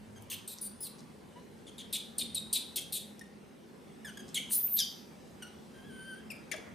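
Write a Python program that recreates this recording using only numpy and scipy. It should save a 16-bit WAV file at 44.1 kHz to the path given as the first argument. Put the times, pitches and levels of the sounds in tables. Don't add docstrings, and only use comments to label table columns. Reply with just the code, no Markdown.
import sys
import numpy as np
from scipy import signal
from scipy.fft import rfft, irfft, next_fast_len
from scipy.io import wavfile
from scipy.ndimage import uniform_filter1d, map_coordinates

SR = 44100
rng = np.random.default_rng(int(sys.argv[2]) if len(sys.argv) > 2 else 0)


def dump(signal):
    limited = np.clip(np.atleast_2d(signal).T, -1, 1)
    pcm = np.round(limited * 32767).astype(np.int16)
    wavfile.write(sys.argv[1], SR, pcm)


N = 297454
TOP_HZ = 15100
SETTLE = 1.8

# frequency in Hz, gain in dB.
MOUTH_RESONANCE = [(1500, -19.5), (2400, 0.5), (3300, -1), (3800, -5), (4300, -9.5), (4900, -20)]
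# time in seconds, pitch in Hz.
SQUEAL_END_PITCH = [(4.76, 4330), (4.782, 3990), (4.793, 3624), (4.81, 3224), (4.837, 3014)]


def amp(db):
    return 10 ** (np.asarray(db) / 20)


def unit(x):
    return x / np.sqrt(np.mean(x ** 2) + 1e-20)


def along(points, hz):
    f, v = np.transpose(points)
    return np.interp(np.log(np.abs(hz) + 1), np.log(f + 1), v)


def curves(rows, t):
    s, *cols = np.transpose(rows)
    return [np.interp(t, s, c) for c in cols]


def wobble(rate, size):
    knots = rng.standard_normal(4096)
    return map_coordinates(knots, [np.arange(size) * rate / SR], mode="wrap")


def filtered(x, response):
    size = x.shape[-1]
    m = next_fast_len(size + 4096)
    return irfft(rfft(x, m) * response(np.fft.rfftfreq(m, 1 / SR)), m)[..., :size]


def noise(size):
    return rng.standard_normal(SR)[:size]


def add(track, s, x):
    part = track[round(s * SR):][:len(x)]
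    part += x[:len(part)]


def moments(start, end):
    u = np.linspace(0, 1, 60)
    return start + (end - start) * u, u


def rush(spectrum, patchy_db):
    # frequency in Hz, left-right likeness from 0 to 1.
    likeness = [(60, 0.18), (130, 0.62), (290, 0.66), (640, 0.065), (1410, 0.12), (3100, 0.62),
                (6820, 0.72), (15000, 0.12)]
    z = signal.stft(rng.standard_normal((2, N)), nperseg=1024)[2]
    field = uniform_filter1d(rng.standard_normal(z.shape[1:]), size=5, axis=0)
    field = uniform_filter1d(field, size=9, axis=1)
    pair = signal.istft(z * amp(patchy_db * unit(field)), nperseg=1024)[1][:, :N]

    def mid_side_colour(hz):
        turn = np.arccos(np.clip(along(likeness, hz), -1, 1)) / 2
        return amp(along(spectrum, hz)) * [np.cos(turn), np.sin(turn)]

    mid, side = filtered(pair, mid_side_colour)
    return unit(np.array([mid + side, mid - side]))


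def rumble(t):
    # time in seconds, level in dB.
    swell = [(0, -59), (.3, -61), (.55, -71), (6.2, -82), (6.55, -77), (6.74, -62)]
    spectrum = [(15, -60), (30, -25), (50, -5), (70, 2), (110, 13), (200, -31), (500, -90)]  # (Hz, dB)
    return amp(curves(swell, t)[0]) * rush(spectrum, patchy_db=2.5)


def traffic_and_air(t):
    # time in seconds, traffic level in dB, air level in dB.
    levels = [(0, -55.5, -62.5), (2.5, -51.5, -62), (3.6, -55, -64.5), (4.4, -51, -59), (4.7, -56, -61),
              (5.2, -52, -60.5), (6.74, -52, -62)]
    # frequency in Hz, gain in dB.
    traffic_colour = [(15, -68), (25, -34), (72, -11.5), (128, -14), (152, -5), (182, -6.5), (220, -1.5),
                      (307, -13), (364, -9), (396, -10.5), (536, -14), (714, -23.5), (803, -17.5),
                      (1180, -54), (1400, -33), (1820, -76), (3080, -120)]
    # frequency in Hz, gain in dB.
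    air_colour = [(30, -41), (590, -2.5), (1000, 2.5), (1200, -1), (1360, -2), (2130, -5), (2310, -5),
                  (2680, -4.5), (7530, -12.5), (8340, -10.5), (14100, -19), (15500, -19)]
    traffic_db, air_db = curves(levels, t)
    traffic = amp(traffic_db) * rush(traffic_colour, patchy_db=1.5)
    return traffic + amp(air_db) * rush(air_colour, patchy_db=2.4)


def engine_drone(drone_hz=213, drone_db=-62):
    pitch = drone_hz * (1 + 0.0506 * wobble(25, N))
    drone = np.sin(2 * np.pi * np.cumsum(pitch) / SR) * amp(7.0 * wobble(7, N))
    return amp(drone_db) * unit(drone)


def shuffle(t):
    # time in seconds, level in dB before a small random waver.
    stirring = [(6.2, -64.5), (6.34, -57), (6.48, -60), (6.6, -53), (6.67, -54), (6.74, -51)]
    # frequency in Hz, gain in dB.
    rub_colour = [(30, -30), (150, -5), (350, 1), (700, -2.5), (1200, -7), (2200, -7.5), (3000, -25),
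                  (12000, -50)]
    return amp(curves(stirring, t)[0] + 1.7 * wobble(60, N)) * rush(rub_colour, patchy_db=2.26)


def span(rows, attack=0.0029, release=0.0051):
    t = np.arange(round(rows[0][0] * SR), round(rows[-1][0] * SR)) / SR
    return t, np.clip((t - t[0]) / attack, 0, 1) * np.clip((t[-1] - t) / release, 0, 1)


def folds(pitch, rough, jitter=0.0974, jitter_rate=1700, waver=0.047, waver_rate=280, shimmer_db=0.0):
    size = len(pitch)
    shake = jitter * wobble(jitter_rate, size) + waver * wobble(waver_rate, size)
    phase = 2 * np.pi * np.cumsum(pitch * (1 + rough * shake)) / SR
    return phase, unit(amp(shimmer_db * rough * wobble(597.5, size)))


def voice(rows, throat, treble_db=0, slope_db=-3.0, tripling=0.37, flutter_db=4.0, low_edge=0.41, ripple_db=2.1,
          rasp_share=.75):
    # frequency in Hz, gain in dB.
    rasp_colour = [(1200, -36), (1800, 4), (2400, -6), (3600, -1.5), (5000, -7), (6500, -5.5), (7200, -6.5),
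                   (8100, 2), (9300, 9), (10400, 2.5), (12000, 2.5), (14300, 12.5), (16000, -28)]
    t, gate = span(rows)
    size = len(t)
    pitch, low_db, high_db, rough = curves(rows, t)
    phase, strength = folds(pitch, rough)

    def flutter():
        return unit(amp(flutter_db * rough * wobble(266.0, size)))

    k = np.arange(2, 10)[:, None]
    gains = amp(along(throat, k * pitch) + slope_db * np.log2(k))
    gains *= k * pitch < TOP_HZ + 2000
    gains /= np.linalg.norm(gains, axis=0) + 1e-9
    overtones = np.sqrt(2) * np.sum(gains * [flutter() for _ in k] * np.sin(k * phase), axis=0)

    fundamental = unit(flutter() * np.sin(phase) * (1 + tripling * rough * np.cos(phase / 3)))
    low_cut = lambda hz: (1 + (low_edge * pitch.min() / (hz + 20)) ** 12) ** -.5
    fundamental = unit(filtered(fundamental, low_cut))

    ripple = list(zip(np.linspace(1000, TOP_HZ, 20), rng.standard_normal(20)))

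    def rasp_response(hz):
        ratio = hz / pitch.mean()
        band = ((1 + (ratio / 1.78) ** 4) * (1 + (0.86 / (ratio + 0.012)) ** 14)) ** -.5
        return amp(along(rasp_colour, hz) + ripple_db * along(ripple, hz)) * band

    rasp = unit(filtered(noise(size), rasp_response))
    share = np.clip(rasp_share * rough ** 1.66, 0, 1)
    upper = np.sqrt(1 - share) * overtones + np.sqrt(share) * rasp
    upper = filtered(upper, lambda hz: amp(along([(9500, 0.0053), (14000, treble_db)], hz)))
    return gate * strength * (amp(low_db) * fundamental + amp(high_db) * upper)


def whistle(rows):
    t, gate = span(rows)
    pitch, db, rough = curves(rows, t)
    phase, strength = folds(pitch, rough, jitter=0.173, waver=.06, shimmer_db=14.5)
    return gate * strength * amp(db) * np.sqrt(2) * np.sin(phase)


def peep(s, length, start_hz, end_hz, db, overtones_db, rough=0.21, fade_db=0.5):
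    t, u = moments(s, s + length)
    pitch = end_hz + (start_hz - end_hz) * (1 - u) ** SETTLE
    level = db - fade_db * (u - .5)
    return np.transpose([t, pitch, level, level + overtones_db, np.full_like(u, rough)])


def paws(octaves=0.56):
    # start in seconds, length in seconds, centre in Hz, level in dB.
    scuffs = [(0.206, 0.045, 10000, -64.5), (0.558, 0.048, 6000, -56.5), (0.979, 0.033, 5500, -62),
              (3.191, 0.0074, 6840, -53), (4.273, 0.041, 5630, -60), (4.506, 0.0042, 1970, -49.5),
              (4.676, 0.005, 2280, -54.5)]
    track = np.zeros(N)
    for s, length, centre_hz, db in scuffs:
        size = int(length * SR)
        bell = lambda hz: np.exp(-.5 * (np.log2((hz + 1) / centre_hz) / octaves) ** 2)
        grit = filtered(noise(size), bell)
        add(track, s, amp(db) * unit(grit * np.hanning(size) * amp(6.7 * wobble(390, size))))
    return track


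def squeak(s, length, start_hz, end_hz, rough, db, overtones_db, fade_db=2, fade_db_per_octave=27, fray=0.36):
    t, u = moments(s, s + length)
    pitch = end_hz + (start_hz - end_hz) * (1 - u) ** SETTLE
    fade = fade_db * (u - .5)
    low_db = db + along(MOUTH_RESONANCE, pitch) - fade
    high_db = db + overtones_db + fade_db_per_octave * np.log2(pitch / pitch.mean()) - fade
    return np.transpose([t, pitch, low_db, high_db, rough * (1 + fray * (u - .5))])


def arch(fundamental_db=1.0, swell_db=5, rough_start=0.07, rough_end=.95):
    # time in seconds, pitch in Hz, overtone level in dB.
    contour = [(.804, 5000, -42), (0.825, 5190, -38.5), (.843, 4910, -39), (.858, 4300, -44.5),
               (0.881, 3820, -48.5)]
    t, u = moments(contour[0][0], contour[-1][0])
    pitch, db = curves(contour, t)
    low_db = db + fundamental_db + swell_db * u + along(MOUTH_RESONANCE, pitch)
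    return np.transpose([t, pitch, low_db, db, rough_start + (rough_end - rough_start) * u ** 1.5])


def hoot(s, length, start_hz, end_hz, db):
    return [(s, start_hz, db, db - 6, .08), (s + length, end_hz, db, db - 15, .08)]


def screech(start_hz=4150, held_hz=5200, rise_s=.04, fundamental_db=-22, overtones_db=2.5, rough=0.86,
            clear_s=4.57, clear_for_s=0.019, clearing=0.77):
    # time in seconds, level in dB before the fundamental and overtone offsets.
    levels = [(4.495, -56.5), (4.525, -30), (4.573, -31), (4.585, -59), (4.687, -61), (4.76, -57)]
    t, u = moments(levels[0][0], levels[-1][0])
    db, = curves(levels, t)
    pitch = np.interp(t - t[0], [0, rise_s], [start_hz, held_hz])
    clear = clearing * np.exp(-((t - clear_s) / clear_for_s) ** 2)
    return np.transpose([t, pitch, db + fundamental_db, db + overtones_db, rough * (1 - clear)])


def top_register(rough=0.158, clear_s=4.64, clear_for_s=0.033, clearing=0.8, flicker_db=0.5, flicker_rate=130):
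    # time in seconds, level in dB before the flicker.
    levels = [(4.55, -40), (4.58, -30), (4.626, -39), (4.646, -28), (4.694, -40), (4.746, -28.5),
              (4.772, -31.5), (4.8, -47)]
    # time in seconds, pitch in Hz.
    pitches = [(4.55, 13200), (4.59, 13760), (4.66, 14000), (4.676, 14550), (4.705, 14450), (4.745, 12930),
               (4.8, 12340)]
    t, u = moments(levels[0][0], levels[-1][0])
    pitch, = curves(pitches, t)
    db, = curves(levels, t)
    flicker = wobble(flicker_rate, SR)[((t - t[0]) * SR).astype(int)]
    clear = clearing * np.exp(-((t - clear_s) / clear_for_s) ** 2)
    return np.transpose([t, pitch, db + flicker_db * flicker, rough * (1 - clear)])


def close(rough_start=0.65, rough_end=0.02, fundamental_db=-.5, overtones_db=-2):
    # time in seconds, then fundamental and overtone level in dB before their offsets.
    levels = [(4.76, -56, -50), (4.772, -49.5, -34), (4.79, -32, -36), (4.804, -33.5, -28),
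              (4.837, -42, -57)]
    t, u = moments(levels[0][0], levels[-1][0])
    pitch, = curves(SQUEAL_END_PITCH, t)
    low_db, high_db = curves(levels, t)
    rough = np.interp(u, [0, 1], [rough_start, rough_end])
    return np.transpose([t, pitch, low_db + fundamental_db, high_db + overtones_db, rough])


def slide(start=4.785, end=4.839, start_hz=5400, end_hz=4300, bend=2.84, db=-35.5, swell_db=5.0, rough=0.99):
    t, u = moments(start, end)
    pitch = start_hz + (end_hz - start_hz) * u ** bend
    return np.transpose([t, pitch, db + swell_db * u, rough * (1 - u) ** 2.0])


def undertone(start=4.787, end=4.823, db=-57, rough=0.16):
    t, u = moments(start, end)
    pitch = curves(SQUEAL_END_PITCH, t)[0] / 2
    return np.transpose([t, pitch, np.full_like(u, db), np.full_like(u, rough)])


def coo(soft_db=-66, firm_db=-48, soft_overtones_db=-68, firm_overtones_db=-55, soft_rough=0.29, firm_rough=0.027):
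    # time in seconds, pitch in Hz, fundamental level in dB.
    contour = [(5.74, 1617, -65), (5.762, 1557, -66), (5.89, 1667, -62), (5.916, 1528, -60),
               (6.026, 1537, -51), (6.044, 1548, -55.5), (6.086, 1567, -50), (6.138, 1523, -45.5),
               (6.152, 1576, -59), (6.192, 1585, -59), (6.215, 1760, -65)]
    t, pitch, db = np.transpose(contour)
    firm = lambda when_soft, when_firm: np.interp(db, [soft_db, firm_db], [when_soft, when_firm])
    overtones_db = firm(soft_overtones_db, firm_overtones_db)
    return np.transpose([t, pitch, db, overtones_db, firm(soft_rough, firm_rough)])


def monkeys():
    # start in seconds, length in seconds, start
    # pitch in Hz, end pitch in Hz, level in dB, # overtones over it in dB.
    peeps_and_tails = [(.158, 0.031, 1616, 1590, -66, 6.5), (3.21, 0.015, 1884, 1796, -48, -7.5),
                       (4.046, 0.02, 1804, 1681, -44.5, -5), (4.065, 0.039, 1708, 1477, -51.5, 1),
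                       (4.171, 0.012, 1690, 1640, -48, 1.5), (4.19, 0.023, 1657, 1576, -61, 8.5),
                       (5.421, 0.019, 1562, 1456, -51.5, 5.5), (5.439, 0.0416, 1410, 1470, -58, -2.5),
                       (6.301, 0.0247, 2820, 2318, -45, -3)]
    # start in seconds, length in seconds, start pitch in Hz, end pitch in Hz,
    # mid-call roughness from 0 to 1, level in dB before resonance and fade, overtones over it in dB,
    # top octave in dB.
    squeaks_and_undertone = [(.299, 0.052, 3284, 3165, 0.9, -45, 2.5, 3),
                             (.475, 0.071, 4450, 3830, 0.58, -49.5, 6.5, -7),
                             (.612, 0.068, 4860, 4590, 0.38, -44, 2.5, 4),
                             (1.667, 0.035, 3420, 3285, 0.55, -54, -1.5, -21),
                             (1.78, 0.045, 3710, 3300, 0.71, -46.5, -4, -13),
                             (1.926, 0.048, 4126, 3443, 0.82, -34.5, -1.5, -5.5),
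                             (2.181, 0.047, 4794, 3555, 0.72, -32, -4.5, -8),
                             (2.345, 0.044, 4790, 3683, 0.4, -32, -3.5, -14),
                             (2.527, 0.055, 4644, 3594, 0.75, -30, -2, -6),
                             (2.758, 0.042, 4380, 3200, 0.83, -38.5, 3.5, -5),
                             (2.922, 0.065, 4070, 3650, 0.77, -38.5, 2, -2.5),
                             (4.343, .043, 3760, 3110, 0.55, -34, -2.5, -8),
                             (4.364, 0.0315, 2075, 2215, 0.3, -38, -11, 0),
                             (6.514, .036, 2375, 1653, 0.65, -34, -8.5, -13)]
    # start in seconds, length in seconds, start pitch in Hz,
    # end pitch in Hz, level in dB.
    hoots = [(1.357, 0.043, 950, 1032, -58.5), (6.538, 0.019, 645, 630, -45)]
    # frequency in Hz, gain in dB.
    peep_throat = [(1500, 2), (3000, 3.5), (4400, -10), (5400, -1.5), (6500, 2), (7500, -12), (9000, 6),
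                   (10500, -11), (12000, 2), (15000, -17)]
    # frequency in Hz, gain in dB.
    squeak_throat = [(1500, -14), (2200, 8), (3200, 24), (4200, -14), (5300, 10), (6400, 0.5), (7200, -2),
                     (8200, -11), (9300, 4.5), (10500, -0.5), (12000, 6.5), (14200, -11), (16000, 6)]
    # frequency in Hz, gain in dB.
    coo_throat = [(3100, 8.5), (4650, -1.5), (6200, -9), (7700, -20), (9300, 13), (10800, -30), (12400, -4),
                  (15000, -15)]
    track = np.zeros(N)
    for part in peeps_and_tails:
        add(track, part[0], voice(peep(*part), peep_throat, treble_db=-6.5))
    for *part, treble_db in squeaks_and_undertone:
        add(track, part[0], voice(squeak(*part), squeak_throat, treble_db))
    for call in hoots:
        add(track, call[0], voice(hoot(*call), coo_throat))
    for rows in (arch(), screech(), close()):
        add(track, rows[0][0], voice(rows, squeak_throat))
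    for rows in (top_register(), slide(), undertone()):
        add(track, rows[0][0], whistle(rows))
    rows = coo()
    add(track, rows[0][0], voice(rows, coo_throat))
    return track


def walls(x, lean=0.36):
    # delay in seconds, level in dB.
    reflections = [(.0019, -30.5), (.0082, -22.5), (.0235, -17), (.047, -17.5), (.0508, -21)]
    out = np.zeros((2, N))
    for i, (delay, db) in enumerate(reflections):
        side = -lean * (-1) ** i
        echo = np.pad(x, (int(delay * SR), 0))[:N]
        out += amp(db) * np.outer([1 + side, 1 - side], echo)
    return out


def terrace(x, early_db=-10, early_t60=0.027, tail_db=-10, width=0.47, gap=.004):
    # frequency in Hz, gain in dB.
    tail_colour = [(500, -9), (2000, 1.5), (3600, 3), (7000, -4), (9500, -5), (12000, -8.5), (14500, -21.5)]
    # frequency in Hz, time to fall by 60 dB in seconds.
    decay_times = [(500, 0.38), (3500, 0.46), (6000, 0.59), (9500, 0.46), (14000, 0.65)]
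    hz, t, z = signal.stft(rng.standard_normal((2, SR // 2)), SR, nperseg=256)
    tail_level = along(tail_colour, hz)[:, None] - 60 * t / along(decay_times, hz)[:, None]
    tail = signal.istft(z * amp(tail_level), SR, nperseg=256)[1]
    age = np.arange(tail.shape[1]) / SR
    early = rng.standard_normal(tail.shape) ** 3 * amp(-60 * age / early_t60)
    answer = np.zeros(tail.shape)
    for db, part in ((early_db, early), (tail_db, tail)):
        answer += amp(db) * part / np.linalg.norm(part, axis=1, keepdims=True)
    delayed = np.pad(x, (int(gap * SR), 0))
    mid, side = signal.fftconvolve(delayed[None], answer, axes=1)[:, :N]
    side = width * filtered(side, lambda hz: amp(along([(5000, -3.0), (12000, 5.5)], hz)))
    return np.array([mid + side, mid - side])


def scene():
    # time in seconds, left over right in dB.
    balance = [(0, 1), (2.5, 2.2), (4.8, 0.5), (6, 1), (6.52, 8.5)]
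    t = np.arange(N) / SR
    background = rumble(t) + traffic_and_air(t) + engine_drone() + shuffle(t)
    near = monkeys() + paws()
    pan_db = curves(balance, t)[0]
    direct = near * amp([pan_db / 2, -pan_db / 2])
    return direct + walls(near) + terrace(near) + background


def record(dry, dip_hz=7130, dip_width_hz=190, dip_db=-7):
    dipped = filtered(dry, lambda hz: amp(dip_db * np.exp(-((hz - dip_hz) / dip_width_hz) ** 2)))
    return filtered(dipped, lambda hz: 1 / np.sqrt(1 + (hz / TOP_HZ) ** 160))


dry = scene()
out = record(dry)
dump(out)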